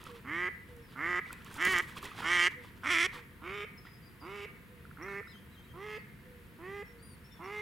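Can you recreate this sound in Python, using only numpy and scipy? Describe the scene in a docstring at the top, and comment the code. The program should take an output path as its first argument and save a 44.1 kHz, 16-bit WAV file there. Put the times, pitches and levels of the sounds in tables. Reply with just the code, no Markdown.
"""The air rumbles faintly while someone wades through wet grass on a flooded marsh; something hoots far off.
A hen duck quacks eleven times: five hard, rasping calls, then, turned away, six softer, clearer ones.
Each quack is a train of uneven syrinx slaps and hissing puffs through the resonances of windpipe and bill.
Steps are noise grains, gliding bubbles and snaps; hoots and small birds' whistles are gliding sines.
The reeds and the distant trees, a decaying coloured noise, give quacks, steps and song a short, dull echo."""
import sys
import numpy as np
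from scipy import signal
from scipy.fft import rfft, irfft, next_fast_len
from scipy.io import wavfile
from scipy.ndimage import map_coordinates

SR = 44100
rng = np.random.default_rng(int(sys.argv[2]) if len(sys.argv) > 2 else 0)


def int16_out(signal):
    """Quantize to a 16-bit WAV file."""
    q = np.round(np.clip(np.atleast_2d(signal).T, -1, 1) * 32767)
    wavfile.write(sys.argv[1], SR, q.astype(np.int16))


N = 335601  # length [samples]


def amp(db):
    """Decibels to gain."""
    return 10 ** (np.asarray(db) / 20)


def unit(x):
    """Scaled to rms 1."""
    return x / np.sqrt(np.mean(x ** 2) + 1e-20)


def along(points, hz):
    """(frequency [Hz], value) points read on a log frequency axis."""
    f, v = np.transpose(points)
    return np.interp(np.log(hz + 1), np.log(f + 1), v)


def span(start, length):
    """Sample times of one event."""
    return start + np.arange(round(length * SR)) / SR


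def fade(t, rise, fall):
    """A gate with straight ramps at both ends."""
    return np.clip((t - t[0]) / rise, 0, 1) * np.clip((t[-1] - t) / fall, 0, 1)


def add(track, s, x):
    """Mix x into the track at s seconds."""
    i = max(round(s * SR), 0)
    track[i:i + len(x)] += x[:max(len(track) - i, 0)]


def wobble(t, rate):
    """A smooth random curve, rate knots a second."""
    u = (t - t[0]) * rate
    return map_coordinates(rng.standard_normal(int(u[-1]) + 4), [u])


def filtered(x, response):
    """x times a response of frequency."""
    n = x.shape[-1]
    m = next_fast_len(n + 8192)
    return irfft(rfft(x, m) * response(np.fft.rfftfreq(m, 1 / SR)), m)[..., :n]


def resonate(x, points, size=2048):
    """x through a causal body with the given spectrum."""
    # folding the cepstrum gives the minimum-phase response
    cepstrum = irfft(np.log(amp(along(points, np.fft.rfftfreq(size, 1 / SR)))))
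    cepstrum[1:size // 2] *= 2
    cepstrum[size // 2 + 1:] = 0
    body = irfft(np.exp(rfft(cepstrum)))
    return signal.fftconvolve(x, body)[:len(x)]


def pulses(at, sizes, length):
    """Clicks at fractional sample positions, each a windowed sinc."""
    taps = np.floor(at)[:, None].astype(int) + np.arange(-7, 9)
    d = taps - at[:, None]
    shape = np.sinc(d) * np.cos(np.pi * d / 16) ** 2
    return np.bincount(np.clip(taps, 0, length - 1).ravel(), (sizes[:, None] * shape).ravel(), length)


def steady(x, size=1201):
    """x with its slow loudness evened out to rms 1."""
    window = np.hanning(size)
    energy = signal.fftconvolve(x ** 2, window, 'same')
    power = energy / signal.fftconvolve(np.ones(len(x)), window, 'same')
    return x / np.sqrt(np.abs(power) + 1e-20)


def band(x, lo_hz, hi_hz, order=40):
    """The part of x between two edges, steeper with a higher order."""
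    return filtered(x, lambda hz: 1 / (1 + (hz / hi_hz) ** order) - 1 / (1 + (hz / lo_hz) ** order))


def pan(x, side_db):
    """Mono to stereo, side_db louder on the left."""
    return x * amp(np.array([[side_db], [-side_db]]) / 2)


def blip(hz, glide, life):
    """A short gliding ring with a soft start, its envelope peaking at 1."""
    u = np.arange(SR // 10) / SR / life
    phase = np.cumsum(hz * (1 + glide * (1 - np.exp(-u / 2)))) / SR
    return u * np.exp(1 - u) * np.sin(2 * np.pi * phase)


# how alike left and right are in the open air: (frequency [Hz], correlation [-1 to 1])
LIKENESS = [(60, 0.84), (150, 0.88), (380, 0.77), (950, 0.66), (2380, 0.16), (5980, 0.66), (15000, 0.56)]


def rush(spectrum):
    """Stereo noise of rms 1; the mid-side balance sets how alike the two sides are."""
    def turn(hz):
        """Angle between mid and side [rad]."""
        return np.arccos(np.clip(along(LIKENESS, hz), -1, 1)) / 2

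    def response(hz):
        """Gains of mid and side."""
        return amp(along(spectrum, hz)) * [np.cos(turn(hz)), np.sin(turn(hz))]

    mid, side = filtered(rng.standard_normal((2, N)), response)
    return unit(np.array([mid + side, mid - side]))


# colour of the low rumble: (frequency [Hz], relative level [dB])
RUMBLE_COLOUR = [(12, -59), (20, -41), (39, -6), (70, -0.5), (170, -2), (215, -3.5), (260, -9),
                 (333, -11.5), (392, -11), (428, -16), (483, -10), (594, -28.5), (700, -23), (910, -56),
                 (1540, -120)]
# colour of the faint hiss: (frequency [Hz], relative level [dB])
AIR_COLOUR = [(350, -62), (600, -9), (688, -2.5), (789, -13.5), (880, 0), (1360, 0.5), (1890, 3.5),
              (4080, -11.5), (4870, -14.5), (5980, -20), (9520, -15.5), (10500, -12), (15800, -14)]
RUMBLE_DB, AIR_DB = -54.5, -61  # mean levels


def open_air():
    """A low, wavering rumble under a faint even hiss, both coloured noise."""
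    t = np.arange(N) / SR
    rumble = amp(RUMBLE_DB + 0.73 * wobble(t, 9)) * rush(RUMBLE_COLOUR)
    return rumble + amp(AIR_DB + 0.13 * wobble(t, 3.33)) * rush(AIR_COLOUR)


# a boot stirs the water, both levels at the loudest moment, before the clumping:
# (loudest time [s], swell time constant [s], ebb time constant [s], slosh level [dB], grass crackle level [dB])
STRIDES = [(0.099, 0.23, 0.083, -54, -68), (1.52, 0.54, 0.16, -54.5, -69), (1.7, 0.11, 0.11, -43, -52),
           (2.02, 0.1, 0.2, -47, -60.5), (2.23, 0.24, 0.21, -47.5, -63.5),
           (3.17, 0.23, 0.037, -51.5, -66.5), (3.862, 0.013, 0.023, -56, -89)]
LAPPING_DB = -79.5  # water between the strides, before the clumping


def stirring(t):
    """Strength of slosh and of crackle: each stride swells and ebbs."""
    slosh, crackle = np.full(N, amp(LAPPING_DB)), np.zeros(N)
    for s, swell, ebb, slosh_db, crackle_db in STRIDES:
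        push = np.exp(-np.maximum((s - t) / swell, (t - s) / ebb))
        slosh = np.maximum(slosh, amp(slosh_db) * push)
        crackle = np.maximum(crackle, amp(crackle_db) * push)
    return slosh, crackle


def grains(rate, spread_db):
    """Random tiny impacts of uneven size, rms 1."""
    hit = rng.random(N) < rate / SR
    return unit(hit * rng.choice([-1, 1], N) * amp(spread_db * np.clip(rng.standard_normal(N), -2, 2)))


def bubbles(rate, hz, spread):
    """Small bubbles of random pitch and size, each a ring gliding up; rms 1."""
    track = np.zeros(N)
    count = int(rate * N / SR)
    times = rng.random(count) * N / SR
    for s, (pitch, size) in zip(times, rng.standard_normal((count, 2)).clip(-2, 2)):
        add(track, s, amp(3.6 * size) * blip(hz * np.exp(spread * pitch), glide=0.16, life=0.0021))
    return unit(track)


# colour of the stirred water: (frequency [Hz], relative level [dB])
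SLOSH_COLOUR = [(240, -3), (400, -3.5), (826, -19.5), (946, -3), (1170, -6), (1710, -13), (3250, -8),
                (6000, -23), (7800, -31), (13200, -120)]
# colour of crushed wet stems: (frequency [Hz], relative level [dB])
CRACKLE_COLOUR = [(2500, -39), (4500, 13.5), (9000, 21), (15000, 13)]
# water gulping round the boots: (time [s], level before the 2 dB plop trim and pan [dB], starting pitch [Hz])
PLOPS = [(0.067, -40, 1210), (0.094, -44, 1030), (1.259, -39.5, 2090), (1.306, -36, 1320),
         (1.329, -42.5, 2310), (2.029, -37, 1090), (2.116, -37, 1150), (2.186, -43, 1230),
         (3.129, -51, 1810), (3.161, -43, 1070), (3.178, -44, 2230), (3.852, -44, 1280),
         (3.869, -42.5, 1820), (3.885, -53, 2110)]
# low knocks, boots thudding into mud and the low part of stem snaps:
# (time [s], envelope peak before pan [dB], starting pitch [Hz])
KNOCKS = [(1.672, -33.5, 270), (1.69, -39, 198), (2.028, -54, 630), (2.187, -40.5, 840)]
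# stems snapping underfoot: (time [s], peak level before pan [dB])
SNAPS = [(0.04, -41.5), (0.766, -47.5), (1.3293, -29), (1.447, -42), (1.542, -34.5), (1.6234, -37),
         (1.651, -22), (1.7857, -23), (2.028, -38), (2.054, -33.5), (3.1807, -48), (6.4697, -55)]
PLOP_TRIM_DB = -2


def wading():
    """Boots stir the water, trap bubbles and crush wet stems: grains, rings and noise bursts."""
    t = np.arange(N) / SR
    slosh, crackle = stirring(t)
    clumps = amp(4.1 * wobble(t, 45))
    splash = unit(resonate(grains(3000, spread_db=4), SLOSH_COLOUR))
    water = unit(splash + .7 * bubbles(rate=200, hz=1300, spread=.3))
    stems = unit(resonate(grains(2200, spread_db=6), CRACKLE_COLOUR))
    track = slosh * clumps * water + crackle * clumps * stems
    for s, db, hz in PLOPS:
        add(track, s, amp(db + PLOP_TRIM_DB) * blip(hz, glide=.12, life=.0016))
    for s, db, hz in KNOCKS:
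        add(track, s, amp(db) * blip(hz, glide=-0.025, life=0.0013))
    age = np.arange(SR // 30) / SR
    # a quick crack and a fainter, longer tail
    decay = amp(-60 * age / .005) + .1 * amp(-60 * age / .025)
    for s, db in SNAPS:
        snap = resonate(rng.standard_normal(len(age)) * decay, CRACKLE_COLOUR)
        add(track, s, amp(db) * snap / np.abs(snap).max())
    return track


# far hoots: (time [s], length [s], mean pitch [Hz], peak level before pan [dB])
HOOTS = [(0.08, .14, 470, -49.5), (0.68, 0.19, 474, -53.5), (2.55, 0.12, 487, -52.5),
         (3.14, 0.13, 474, -53.5), (4.69, .16, 484, -59), (6.24, 0.22, 488, -57.5),
         (6.87, 0.23, 464, -60.5)]


def hoots():
    """Far calls: single sines that sag in pitch, with soft ends."""
    track = np.zeros(N)
    for s, length, hz, db in HOOTS:
        t = np.arange(int(length * SR)) / SR
        phase = np.cumsum(hz * (1 - 0.1 * (t / length - .5) + 0.0015 * wobble(t, 28))) / SR
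        add(track, s, amp(db) * np.sin(2 * np.pi * phase) * fade(t, 0.036, 0.077))
    return track


# the voice cracks, the pitch jumps and the beats even out:
# (middle time [s], length [s], pitch jump [share of pitch], evenness [0-1], level change [dB])
CRACKS = [(1.677, .118, .036, 0.07, 0.5), (1.71, .064, .045, 0.95, -4), (2.888, .022, -.11, 0.3, -2.5),
          (2.919, .038, 0.091, .5, 1.5), (3.015, 0.0322, 0.033, 0.2, 0), (3.054, .044, .1, 0.2, 1.5)]
CRACK_EDGE = 4.2  # how squarely a crack sets in and lets go


def cracks(t):
    """Pitch jump, evenness and level change where the voice cracks."""
    return sum(np.outer(change, np.exp(-np.abs(2 * (t - s) / length) ** CRACK_EDGE))
               for s, length, *change in CRACKS)


def grass(x, level_db, t60):
    """Stems close by scatter the sound, smearing and colouring it a little."""
    age = np.arange(SR // 20) / SR
    tail = rng.standard_normal(len(age)) * amp(-60 * age / t60)
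    response = (age == 0) + amp(level_db) * tail / np.linalg.norm(tail)
    return signal.fftconvolve(x, response / np.linalg.norm(response))


# windpipe and bill, heard from the front: (frequency [Hz], relative level [dB])
THROAT_FRONT = [(180, -25), (700, -24.5), (950, -17.5), (1230, -7), (1430, -11.5), (1750, 6), (1960, 3.5),
                (2150, 5.5), (2580, -21), (3100, -14.5), (3500, -27.5), (4150, -27.5), (4750, -27.5),
                (6500, -27), (10000, -37.5), (16000, -58)]
# windpipe and bill, heard from behind: (frequency [Hz], relative level [dB])
THROAT_BEHIND = [(180, -29), (700, -4), (950, 7), (1250, 7.5), (1480, -7.5), (1730, -8.5), (2020, 3),
                 (2350, -10), (2700, -8), (3020, -21), (3300, -13), (3850, -25.5), (4700, -27), (7000, -34),
                 (16000, -43)]
# change of each band while the bill is still shut [dB]
SHUT_MAIN_DB, SHUT_THROAT_DB, SHUT_EDGE_DB, SHUT_FUNDAMENTAL_DB = -20, -5, -15, -9
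BODY_AIR, EDGE_AIR = .25, 1  # share of hissing air in the resonances and in the bright edge
SHUT_SCALE, RESONANCE_RISE_S = 0.826, 0.015  # resonances behind a shut bill, and how fast they rise
OPENING_CURVE = 1.4  # the bill starts to open slowly, then quickly
ATTACK_DB, ATTACK_S = -7, 0.0097  # the first few slaps are weak
EDGE_PUSH, FUNDAMENTAL_PUSH = 1.6, 0.27  # their dB per dB of growing push
WANDER, WANDER_PER_S = 0.00612, 28.07  # the held pitch is never quite still: share of pitch, knots/s
JITTER, EARLY = 0.033, 0.11  # scatter at full roughness, lead of a fully weak slap [cycles]
SIZZLE_DB, SLACK_DB = 1, -5.5  # gain of the edge's top at full pressure, and its change without
SIZZLE_RISE_S, SIZZLE_FALL_S = 0.064, 0.016
WEAK_DB = -6.5  # the weak slap of a fully split voice, relative to the strong one
EVEN_EDGE_DB = 3  # an even voice keeps its bright edge
# reference for an even voice's low tones; what a full split and turning away take from it
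FUNDAMENTAL_DB, SPLIT_COST_DB, AWAY_COST_DB = -42, -3, -3
ONSET_ROUGH, SETTLE_S = 0.28, 0.054  # extra rasp until the syrinx settles
PINCH_DB, PINCH_S = -21, 0.0047  # the resonances are choked at the very end


def quack(start, length, held_hz, scoop, scoop_s, open_s, push, main_db, throat_db, throat_drift, edge_db,
          split_from, split_to, rough, scale, away, top_db):
    """The syrinx slaps once a cycle; when the voice splits, every second slap comes early and weak."""
    t = span(start, length)
    age, left = t - t[0], t[-1] - t
    away = np.clip(away, 0, 1)
    jump, even, crack_db = cracks(t)
    # the pitch scoops up from below and holds
    rise = 1 - scoop * np.clip(1 - age / scoop_s, 0, 1) ** 2
    hz = held_hz * rise * (1 + jump + WANDER * wobble(t, WANDER_PER_S))
    split = np.clip((split_from + (split_to - split_from) * age / length) * (1 - even), 0, 1)
    rough = np.clip((rough + ONSET_ROUGH * np.exp(-age / SETTLE_S)) * (1 - 0.64 * even), 0, 1)

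    # the bill opens, the push grows, then the call is choked
    shut = np.exp(-(age / open_s) ** OPENING_CURVE)
    attack_db = ATTACK_DB * np.exp(-age / ATTACK_S)
    voicing_db = crack_db + attack_db + PINCH_DB * np.exp(-left / PINCH_S)
    push_db = -push * left
    fundamental_db = FUNDAMENTAL_DB + SPLIT_COST_DB * split + AWAY_COST_DB * away
    fundamental_db = fundamental_db + SHUT_FUNDAMENTAL_DB * shut + FUNDAMENTAL_PUSH * push_db
    main_db = main_db + SHUT_MAIN_DB * shut + push_db + voicing_db + 3.8 * rough * wobble(t, 42)
    throat_db = throat_db + SHUT_THROAT_DB * shut - throat_drift * left + voicing_db
    edge_db = edge_db + SHUT_EDGE_DB * shut + EDGE_PUSH * push_db + voicing_db + EVEN_EDGE_DB * even

    # the pitch flicks upward as the call is pinched off
    flick = 0.36 * np.exp((t - t[-1]) / 0.00497)
    hz = hz * (1 + flick + 0.016 * rough * wobble(t, 86.6))
    phase = np.cumsum(hz) / SR
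    beats = np.arange(1, int(phase[-1]))
    at = np.interp(beats, phase, np.arange(len(t)))
    i = at.astype(int)
    weak = beats % 2 * split[i]
    jitter, shimmer = rng.standard_normal((len(beats), 2)).T
    at = at + (JITTER * rough[i] * jitter - EARLY * weak) * SR / hz[i]
    slaps = unit(pulses(at, amp(WEAK_DB * weak + 6.8 * rough[i] * shimmer), len(t)))
    # air hisses in a fading puff once a cycle
    puffs = rough * unit(rng.standard_normal(len(t)) * np.exp(-3 * (phase % 1)))

    grid = np.geomspace(100, 16000, 200)
    front, behind = along(THROAT_FRONT, grid / scale), along(THROAT_BEHIND, grid / scale)
    colour = (1 - away) * front + away * behind + top_db * (grid > 4000)
    throat = np.column_stack([grid, colour])
    # the resonances start low and rise as the bill opens
    breath = slaps + BODY_AIR * puffs
    closed = np.exp(-age / RESONANCE_RISE_S)
    voice = (1 - closed) * resonate(breath, throat) + closed * resonate(breath, throat * [SHUT_SCALE, 1])
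    edge = resonate(slaps + EDGE_AIR * puffs, throat)
    # a reflection inside the stretching windpipe ripples the upper resonances
    delay = .00049 * (1 + .08 * wobble(t, 14))
    edge = edge - .35 * np.interp(t - delay, t, edge)

    body = amp(throat_db) * steady(band(voice, 474, 1527))
    body = body + amp(main_db) * steady(band(voice, 1530, 2686))
    edge = amp(edge_db + 2.9 * rough * wobble(t, 79.5)) * steady(band(edge, 2590, 14000))
    # the topmost sizzle needs full pressure: it comes late and goes early
    slack = np.exp(-age / SIZZLE_RISE_S) + np.exp(-left / SIZZLE_FALL_S)
    edge = edge + (amp(SIZZLE_DB + SLACK_DB * slack) - 1) * band(edge, 2800, 16000, order=8)
    gate = fade(t, .003, .006)
    call = grass(body * gate, level_db=-14, t60=.04) + grass(edge * gate, level_db=-9, t60=.025)
    # uneven beats add tones at half and one and a half times the pitch
    halves = 0.31 * np.sin(np.pi * phase) + 0.3 * np.sin(3 * np.pi * phase)
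    low_tones = 1.29 * np.sin(2 * np.pi * phase) + split * halves
    add(call, 0, amp(fundamental_db) * low_tones * fade(t, 0.009, 0.0043))
    return call


# one row for each quack, band levels as at the end, bill open, before cracks, pinch, scatter and pan:
# (time [s], length [s], held pitch [Hz], scoop from below [share of pitch], scoop time [s],
#  bill opening time [s], push [dB/s], main resonance level [dB], throat resonance level [dB],
#  throat drift [dB/s], bright edge level [dB], split into strong and weak beats at the start [0-1],
#  split at the end [0-1], settled roughness [0-1], resonance scale [ratio], turned away [0-1],
#  level change of everything above 4 kHz [dB], level sent to the echo [dB])
QUACKS = [ (0.242, .252, 357.3, 0.36, 0.19, .042, 11, -35, -42.5, 24, -53, 0.64, .8, 0.25, 1.007, 0.24, -4.5, -19.5),
          (0.953, 0.25, 356, 0.33, .185, 0.04, 29.5, -31, -38, 16, -47, 1, 0.77, 0.29, 0.99, 0.06, -6.5, -20.5),
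          (1.574, 0.24, 352.6, 0.36, 0.059, 0.029, 0, -28, -35.5, 16, -40.5, 0.65, 1, 0.28, 1.011, 0.04, -3.5, -25),
          (2.217, 0.27, 352, 0.2, .110, 0.039, 17, -26, -37.5, -2.5, -33.5, 0.8, 0.94, 0.29, 1.01, 0.02, -3.5, -24.5),
          (2.830, .242, 331.7, 0.46, .075, 0.037, 6, -29.5, -41, -24, -37.5, 0.44, .15, 0.46, 1.073, 0.12, 0, -24),
          (3.414, 0.24, 411.9, 0.3, 0.17, 0.032, 13, -44.5, -50, -16, -50.5, 0.73, 0.32, 0.33, 1.103, 0.6, -5, -13),
          (4.211, .251, 406.2, .36, 0.14, 0.026, 32, -48, -54, -27, -52, 0.87, .3, 0.3, 1.07, 0.9, 1, -10.5),
          (4.978, .238, 397.4, .37, .115, 0.025, 16, -43, -51, -2, -63.5, 1, 0.53, 0.3, 1.01, 0.53, 2, -16),
          (5.736, 0.25, 424.2, 0.27, 0.14, 0.047, 28, -47.5, -55, -20, -55.5, 0.05, 0.4, 0.33, .99, 0.83, 1, -12),
          (6.584, 0.25, 403.4, 0.24, 0.18, 0.039, 23, -47, -51.5, 5, -60, 0.28, 0, 0.16, 0.956, 0.76, -1.5, -15),
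          (7.391, 0.23, 423, 0.26, 0.19, 0.038, 21, -45.5, -49.5, -15, -56, 0.44, 0.03, 0.34, 1.045, 1, 3.5, -16)]
# a quick run of soft clucks: (time [s], envelope peak before pan [dB])
CLUCKS = [(4.852, -44.5), (4.912, -44), (4.972, -42), (5.029, -50), (5.084, -38), (5.134, -40),
          (5.228, -47), (5.272, -45), (5.355, -49)]


def duck():
    """The quacks and clucks: what comes straight, and the quacks that go out over the marsh."""
    direct, outward = np.zeros((2, N))
    for s, *shape, echo_db in QUACKS:
        call = quack(s, *shape)
        add(direct, s, call)
        add(outward, s, amp(echo_db) * call)
    for s, db in CLUCKS:
        add(direct, s, amp(db) * blip(1530, glide=-0.15, life=0.0012))
    return direct, outward


# small birds, one row for each whistle glide; those near 9 kHz are strong overtones of a lower whistle;
# level before swell, flutter and pan:
# (time [s], length [s], first pitch [Hz], last pitch [Hz], arch at the middle [Hz], level [dB])
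GLIDES = [(0.82, 0.11, 5560, 4460, 11, -69.5), (3.773, 0.034, 5200, 5020, 80, -57.5),
          (3.83, 0.12, 5000, 5030, 1, -68), (3.915, 0.067, 5010, 5000, 55, -65),
          (4.018, 0.036, 4850, 4740, -70, -64), (4.055, 0.033, 4950, 4680, 60, -62),
          (4.199, 0.077, 5200, 5200, -520, -62.5), (5.022, 0.022, 5500, 5930, 10, -54.5),
          (5.082, 0.047, 4060, 3500, 4, -63), (5.268, 0.069, 5120, 4740, 246, -64),
          (5.275, 0.058, 3650, 3350, 554, -59.5), (5.331, 0.072, 3220, 3530, -230, -60.5),
          (5.51, 0.055, 3700, 3400, 450, -67), (5.56, .06, 3220, 3200, -60, -61),
          (5.622, 0.044, 3440, 3400, 504, -66), (5.683, 0.047, 3230, 3190, -2, -63),
          (5.88, 0.14, 5600, 4360, 2, -70), (6.85, .08, 5400, 5520, 0, -72),
          (6.98, 0.18, 4350, 4280, 481, -66.5), (7.025, 0.068, 9440, 9400, 228, -59.5),
          (7.09, 0.063, 9060, 9330, 144, -60), (7.241, .06, 5400, 5620, -50, -64.5),
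          (7.301, .09, 3600, 3300, 100, -66), (7.318, 0.044, 5470, 5520, -35, -63),
          (7.437, 0.037, 5650, 5500, 0, -61)]
OVERTONE_DB = -17  # the octave above each glide, relative to it
GLIDE_SWELL_DB = 1.5  # a glide loses this at its middle and twice this at its ends


def birds():
    """Thin whistles built from arched glides that flutter more where they move fast."""
    track = np.zeros(N)
    for s, length, first_hz, last_hz, arch_hz, db in GLIDES:
        t = span(s, length)
        u = (t - s) / length
        arch = 1 - (2 * u - 1) ** 2
        hz = first_hz + (last_hz - first_hz) * u + arch_hz * arch
        gliding = np.clip(np.abs(np.gradient(hz, t)) / 20000, 0, 1)
        flutter = .02 * gliding * np.sin(2 * np.pi * 55 * t) + .006 * wobble(t, 90)
        phase = np.cumsum(hz * (1 + flutter)) / SR
        tone = np.sin(2 * np.pi * phase) + amp(OVERTONE_DB) * np.sin(2 * np.pi * 2 * phase)
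        level_db = db - GLIDE_SWELL_DB * (2 - arch) + 2.8 * wobble(t, 94)
        add(track, s, amp(level_db) * tone * fade(t, 0.0038, 0.0061))
    return track


# how long the marsh rings: (frequency [Hz], time to fall by 60 dB [s])
ECHO_DECAY = [(200, 0.47), (1900, 0.57), (4000, 0.28), (10000, 0.89)]
# colour of the echo as it starts: (frequency [Hz], relative level [dB])
ECHO_COLOUR = [(300, -16), (700, -17), (1200, -8), (1700, -1), (2400, 0), (3200, -7), (10000, -17)]


def echo(x):
    """Reeds and trees scatter sound back; each frequency dies at its own speed."""
    hz, t, z = signal.stft(rng.standard_normal((3, SR)), SR, nperseg=256)
    shape = amp(along(ECHO_COLOUR, hz)[:, None] - 60 * t / along(ECHO_DECAY, hz)[:, None])
    common, *own = signal.istft(z * shape, SR, nperseg=256)[1]
    # a shared part and a stronger separate part for each side
    tail = common + 1.46 * np.array(own)
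    tail = tail * np.clip(np.arange(tail.shape[1]) / SR / 0.025, 0, 1)
    return signal.fftconvolve(x[None], tail / np.linalg.norm(tail[0]), axes=1)[:, :N]


# where the duck sits, negative to the right: (frequency [Hz], left minus right level [dB])
DUCK_SIDE = [(150, -2.5), (380, -4), (950, -4), (2400, -3), (6000, -2.5), (15000, -1)]


def scene():
    """The duck sits a little to the right, with the marsh all round."""
    (calls, outward), steps, song = duck(), wading(), birds()
    near = filtered(calls, lambda hz: amp(np.outer([.5, -.5], along(DUCK_SIDE, hz))))
    direct = near + pan(steps, side_db=-2.5) + pan(song, side_db=7.0) + pan(hoots(), side_db=-4.0)
    return direct + echo(outward + amp(-14.5) * steps + amp(-5) * song) + open_air()


TOP_HZ = 15850


def record(dry):
    """A sharp band limit removes everything from TOP_HZ up."""
    return filtered(dry, lambda hz: hz < TOP_HZ)


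dry = scene()
out = record(dry)
int16_out(out)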